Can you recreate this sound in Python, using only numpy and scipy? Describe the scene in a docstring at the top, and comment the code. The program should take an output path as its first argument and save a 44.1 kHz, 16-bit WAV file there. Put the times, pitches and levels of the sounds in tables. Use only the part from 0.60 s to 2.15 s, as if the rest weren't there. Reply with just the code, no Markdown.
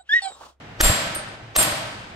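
"""In a large, echoing workshop, a hand hammer strikes a welded steel tube joint that stands on a wooden plank.
Hard blows crack (bursts of noise), set a few high steel modes ringing (fading sines) and fill the hall (fading noise).
A dull noise swells up to each hard blow; the plank thuds on the floor (sagging low sines) with hollow knocks.
Machines hum far off (shaped noise). The sound is stereo; a limiter ducks the loud peaks, and the level dips briefly."""
import sys
import numpy as np
from scipy import signal
from scipy.fft import rfft, irfft
from scipy.io import wavfile

SR = 44100
rng = np.random.default_rng(int(sys.argv[2]) if len(sys.argv) > 2 else 0)


def file_out(sig):
    """Save sig as 16-bit WAV at sys.argv[1]."""
    # one column per channel
    cols = np.atleast_2d(sig).T
    # limit, then scale
    lim = np.clip(cols, -1, 1)
    pcm = np.round(lim * 32767).astype(np.int16)
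    wavfile.write(sys.argv[1], SR, pcm)


N = 68355  # length of the sound in samples


def from_db(db):
    """Turn a level in dB into a gain."""
    return 10 ** (np.asarray(db) / 20)


def rms_one(x):
    """Scale a sound to an rms (average strength) of 1."""
    return x / np.sqrt(np.mean(x ** 2) + 1e-20)


def at_hz(points, hz):
    """Read a table between its points, on a logarithmic frequency axis."""
    points = np.array(points)
    return np.interp(np.log(np.maximum(hz, 1)), np.log(points[:, 0]), points[:, 1])


def coloured(spectrum, size):
    """Shape white noise with a spectrum, then scale it to rms 1."""
    hz = np.fft.rfftfreq(size, 1 / SR)
    white = rng.standard_normal(size)
    return rms_one(irfft(rfft(white) * from_db(at_hz(spectrum, hz)), size))


def since(s):
    """Time since a moment (0 before it), and whether it has passed."""
    t = np.arange(N) / SR - s
    return np.maximum(t, 0), t >= 0


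# Hammer contacts: (time [s], crack level [dB], lowest ring level [dB], second ring level [dB],
# upper rings level [dB], ring time factor [-])
BLOWS = [(0.2115, 4, -11.5, -14, -20.5, 1.14), (0.548, -27.5, -62, -22.5, -34, 0.67),
         (0.964, -0.5, -13, -6.5, -29, 0.83), (1.0281, -10, -61, -41, -24, 1.15), ]
# Ringing modes of the steel:
# (frequency [Hz], relative level [dB], time to fall 60 dB before the ring time factor [s], swell time [s])
STEEL_MODES = [(7553, 0, .45, .015), (8655, 0, .35, .002), (8442, -10, .3, .002), (10770, -8, .12, .001),
               (10955, -1, .12, .001), (11285, -8, .15, .001), (11490, -3, .15, .001),
               (14590, -8, .15, .001), (15330, -14, .15, .001)]
CHOKE_DB = 3.0  # loss that each later contact adds


def rings():
    """Steel modes swell and fade as sines; each later contact chokes the earlier rings a little."""
    out = np.zeros(N)
    for s, _, low_db, second_db, upper_db, longer in BLOWS:
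        t, _ = since(s)
        choke_db = sum(CHOKE_DB * since(row[0])[1] for row in BLOWS if row[0] > s)
        for k, (hz, mode_db, t60, swell_s) in enumerate(STEEL_MODES):
            blow_db = [low_db, second_db, upper_db][min(k, 2)]
            level_db = blow_db + mode_db - 60 * t / (t60 * longer) - choke_db
            swell = 1 - np.exp(-t / swell_s)
            out += from_db(level_db) * swell * np.sin(2 * np.pi * hz * t)
    return out


# Colour of the sharp crack: (frequency [Hz], relative level per Hz [dB])
CRACK_COLOUR = [(100, -34.5), (1500, 2.5), (5000, -4.5), (9000, 2.5), (13000, -1.5), (16000, -4)]
CRACK_T60_S = 0.025  # time to fall 60 dB


def cracks():
    """Steel on steel gives a sharp burst of noise that starts at once and dies fast."""
    envelope = np.zeros(N)
    for s, crack_db, *_ in BLOWS:
        t, on = since(s)
        envelope += on * from_db(crack_db - 60 * t / CRACK_T60_S)
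    return envelope * coloured(CRACK_COLOUR, N)


# Dull noise, knock and hall impulse around each hard blow:
# (time [s], dull noise level [dB], hollow knock level [dB], impulse level sent to the hall [dB])
HARD_BLOWS = [(0.2087, -14.5, -5.5, 23), (0.9632, -15, -10.5, 20)]
# Colour of the dull noise before its low-pass: (frequency [Hz], relative level per Hz [dB])
DULL_COLOUR = [(100, -24), (400, -10.5), (1500, -4.5), (4000, -10.5), (8000, 1), (16000, -23)]
DULL_RISE_S, DULL_FALL_S, DULL_CUT_HZ = 0.0044, 0.0068, 4770


def dull_swells():
    """A dull noise swells for a few milliseconds up to each hard blow, then dies."""
    time = np.arange(N) / SR
    envelope = np.zeros(N)
    for s, dull_db, *_ in HARD_BLOWS:
        rise, fall = (time - s) / DULL_RISE_S, (s - time) / DULL_FALL_S
        envelope += from_db(dull_db) * np.exp(np.minimum(rise, fall))
    low_pass = signal.butter(4, DULL_CUT_HZ, fs=SR, output="sos")
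    dull = signal.sosfilt(low_pass, coloured(DULL_COLOUR, N))
    return envelope * rms_one(dull)


# Plank thuds on the floor: (time [s], thud level [dB], starting pitch [Hz], hollow knock level [dB])
THUDS = [(0.203, -15, 43, -10.5), (0.228, -7, 38.9, -32), (0.257, -9.5, 31.48, -17.5),
         (0.297, -5.5, 102.6, -12), (0.468, -30, 70, -23.5), (0.561, -31.5, 72, -23),
         (0.973, -16, 51.2, -26), (0.986, -47, 90, -13.5), (1.075, -34, 76.4, -18.5), (1.122, -29, 71, -20)]
THUD_CYCLES, THUD_SAG = 4.15, 0.1  # cycles of the starting pitch in a 60 dB fall; strength of the sag


def thuds():
    """The plank thuds on the floor: short, low sines that sag in pitch."""
    low = np.zeros(N)
    for s, db, hz, _ in THUDS:
        t, _ = since(s)
        cycles = np.log1p(THUD_SAG * hz * t) / THUD_SAG  # pitch falls as hz / (1 + sag * hz * t)
        low -= from_db(db - 60 * t * hz / THUD_CYCLES) * np.sin(2 * np.pi * cycles)
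    return low


# Hollow modes of tube and plank: (frequency [Hz], relative level [dB], time to fall 60 dB [s])
BODY_MODES = [(325.4, -3.5, 0.06), (455, -18, 0.032), (574, 1, 0.04), (633.3, 0, 0.089),
              (787.6, -6.5, 0.086), (1291, -3, 0.053), (1553, 0, 0.045), (1766, 7, 0.01)]


def knocks():
    """Thuds and hard blows set the hollow modes ringing, each mode with a random strength of its own."""
    hits = [(s, knock_db) for s, _, _, knock_db in THUDS]
    hits += [(s, knock_db) for s, _, knock_db, _ in HARD_BLOWS]
    luck_db = rng.normal(0, 2, (len(hits), len(BODY_MODES)))
    out = np.zeros(N)
    for (s, db), row in zip(hits, luck_db):
        t, _ = since(s)
        for k, ((hz, mode_db, t60), own_db) in enumerate(zip(BODY_MODES, row)):
            sign = (-1) ** k  # neighbouring modes start in opposite directions
            out += sign * from_db(db + mode_db + own_db - 60 * t / t60) * np.sin(2 * np.pi * hz * t)
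    return out / np.sqrt(len(BODY_MODES))


# Stereo phase table: how far each frequency is turned in the right channel, in steps in the treble:
# (frequency [Hz], phase [radians])
STEREO_PHASE = [(60, 0), (400, .1), (2200, 2.2), (4000, .3), (7600, -.5), (8200, 0), (9100, 3.1),
                (10300, 3.2), (10900, 6.2), (12300, 6.3), (12800, 9.4), (14000, 9.5), (14600, 12.5),
                (16000, 12.6)]


def right_channel(x):
    """The same sound in the right channel: each frequency is turned in phase, its level unchanged."""
    turn = at_hz(STEREO_PHASE, np.fft.rfftfreq(2 * N, 1 / SR))
    return irfft(rfft(x, 2 * N) * np.exp(1j * turn), 2 * N)[:N]


# How alike the two channels are in spread-out sound: (frequency [Hz], shared part of the power [0-1])
LIKENESS = [(60, 0.73), (300, 1), (800, 0.29), (2000, 0), (6000, 0), (7800, 0.59), (9000, 1), (16000, 0.82)]
# Fading of the hall before the decay rate factor: (frequency [Hz], time to fall 60 dB [s])
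HALL_T60 = [(60, 0.89), (160, 1.21), (420, 0.87), (1100, 1.217), (2900, 1.12), (7700, 0.83), (11500, 0.42),
            (15000, 0.17)]


def diffuse(spectrum, decay_rate):
    """Sound from all sides: third-octave noise bands, partly shared by the channels; a rate of 0 is steady."""
    t = np.arange(N) / SR
    edges = 25 * 2 ** np.arange(0, 9.5, 1 / 3)
    white = rng.standard_normal((2, 3, N))  # two sets of (shared, left, right)
    shared, own = 0, 0
    for k, (low, high) in enumerate(zip(edges, edges[1:])):
        band_pass = signal.butter(2, [low, high], "band", fs=SR, output="sos")
        band = signal.sosfilt(band_pass, white[k % 2])  # neighbouring bands use different noise
        hz = np.sqrt(low * high)
        alike = np.clip(at_hz(LIKENESS, hz), 0, 1)
        gain = from_db(at_hz(spectrum, hz) - decay_rate * 60 * t / at_hz(HALL_T60, hz))
        shared = shared + gain * np.sqrt(alike) * band[0]
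        own = own + gain * np.sqrt(1 - alike) * band[1:]
    return own + [shared, right_channel(shared)]


def strikes():
    """A single-sample impulse for each hard blow, as the hall hears it."""
    out = np.zeros(N)
    for s, _, _, hall_db in HARD_BLOWS:
        out[int(s * SR)] = from_db(hall_db)
    return out


# Colour of the hall's echo: (frequency [Hz], relative level [dB])
HALL_COLOUR = [(40, -12), (120, 2), (350, -3.5), (650, 1), (1000, 5.5), (1500, -1), (2600, -0.5),
               (4500, -2), (6500, -10), (9600, -1.5), (12500, -1), (16000, -9)]
HALL_DB, HALL_BUILD_S = -2.5, 0.012


def hall(x):
    """Many reflections act like noise that builds up within a moment and dies band by band."""
    build = 1 - np.exp(-np.arange(N) / SR / HALL_BUILD_S)
    echo = diffuse(HALL_COLOUR, decay_rate=0.93) * build
    echo = echo / np.sqrt(np.sum(echo ** 2) / 2)  # unit energy per channel, on average
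    return from_db(HALL_DB) * signal.fftconvolve(echo, x[None], axes=1)[:, :N]


# Colour of the far machines: (frequency [Hz], relative level per Hz [dB])
SHOP_COLOUR = [(18, -41), (30, -7), (124, -7), (569, -12.5), (649, -7), (1040, -16), (1540, -13),
               (2900, -18.5), (3310, -22), (5740, -32), (16000, -64)]
SHOP_DB = -42
HUM_HZ, HUM_WIDTH_HZ, HUM_DB = 114.3, 8, -46.5


def shop():
    """Far machines: steady noise, and a wavering hum from noise through a narrow resonance."""
    radius, angle = np.exp(-np.pi * HUM_WIDTH_HZ / SR), 2 * np.pi * HUM_HZ / SR
    resonance = [1, -2 * radius * np.cos(angle), radius * radius]
    # the first half is dropped, so the hum is already going
    hum = signal.lfilter([1, 0, -1], resonance, rng.standard_normal(2 * N))[N:]
    noise = diffuse(SHOP_COLOUR, decay_rate=0)
    return from_db(SHOP_DB) * rms_one(noise) + from_db(HUM_DB) * rms_one(hum)


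RING_TO_HALL_DB, KNOCK_TO_HALL_DB = -17.5, -3
DIP_FROM_S, DIP_TO_S, DIP_DB = .757, .95, -2.5


def scene():
    """Add the direct sound in both channels, its echo and the shop; the whole level dips briefly."""
    ring, low, knock = rings(), thuds(), knocks()
    direct = ring + cracks() + dull_swells() + knock
    to_hall = strikes() + from_db(KNOCK_TO_HALL_DB) * knock + from_db(RING_TO_HALL_DB) * ring
    sound = low + [direct, right_channel(direct)] + hall(to_hall) + shop()
    in_dip = since(DIP_FROM_S)[1] * ~since(DIP_TO_S)[1]
    return sound * from_db(DIP_DB * in_dip)


LIMIT_DB, RELEASE_DB_PER_S, LIMIT_ATTACK_S = -2.5, 437.5, 0.00033
TOP_STOP_HZ = 16300  # from here up, the sound is cut by at least 60 dB


def record(dry):
    """A limiter ducks on peaks and lets go quickly; soft clipping rounds the rest and the top is cut."""
    t = np.arange(N) / SR
    # the limiter's level sensing mostly ignores the bass
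    high_pass = signal.butter(2, 300, "high", fs=SR, output="sos")
    peak = np.abs(signal.sosfilt(high_pass, dry)).max(axis=0)
    over_db = np.maximum(20 * np.log10(peak + 1e-9) - LIMIT_DB, 0)
    # hold each peak, letting go by a fixed number of dB per second
    release_db = RELEASE_DB_PER_S * t
    held_db = np.maximum.accumulate(over_db + release_db) - release_db
    # look slightly ahead, then smooth the ducking
    ahead = int(LIMIT_ATTACK_S * SR)
    early_db = np.pad(held_db[ahead:], (0, ahead))
    r = np.exp(-1 / (LIMIT_ATTACK_S * SR))
    duck_db = signal.lfilter([1 - r], [1, -r], early_db)
    limited = dry * from_db(-duck_db)
    clipped = .8 * np.tanh(limited / .8)
    return signal.sosfilt(signal.cheby2(12, 60, TOP_STOP_HZ, fs=SR, output="sos"), clipped)


dry = scene()
out = record(dry)
file_out(out)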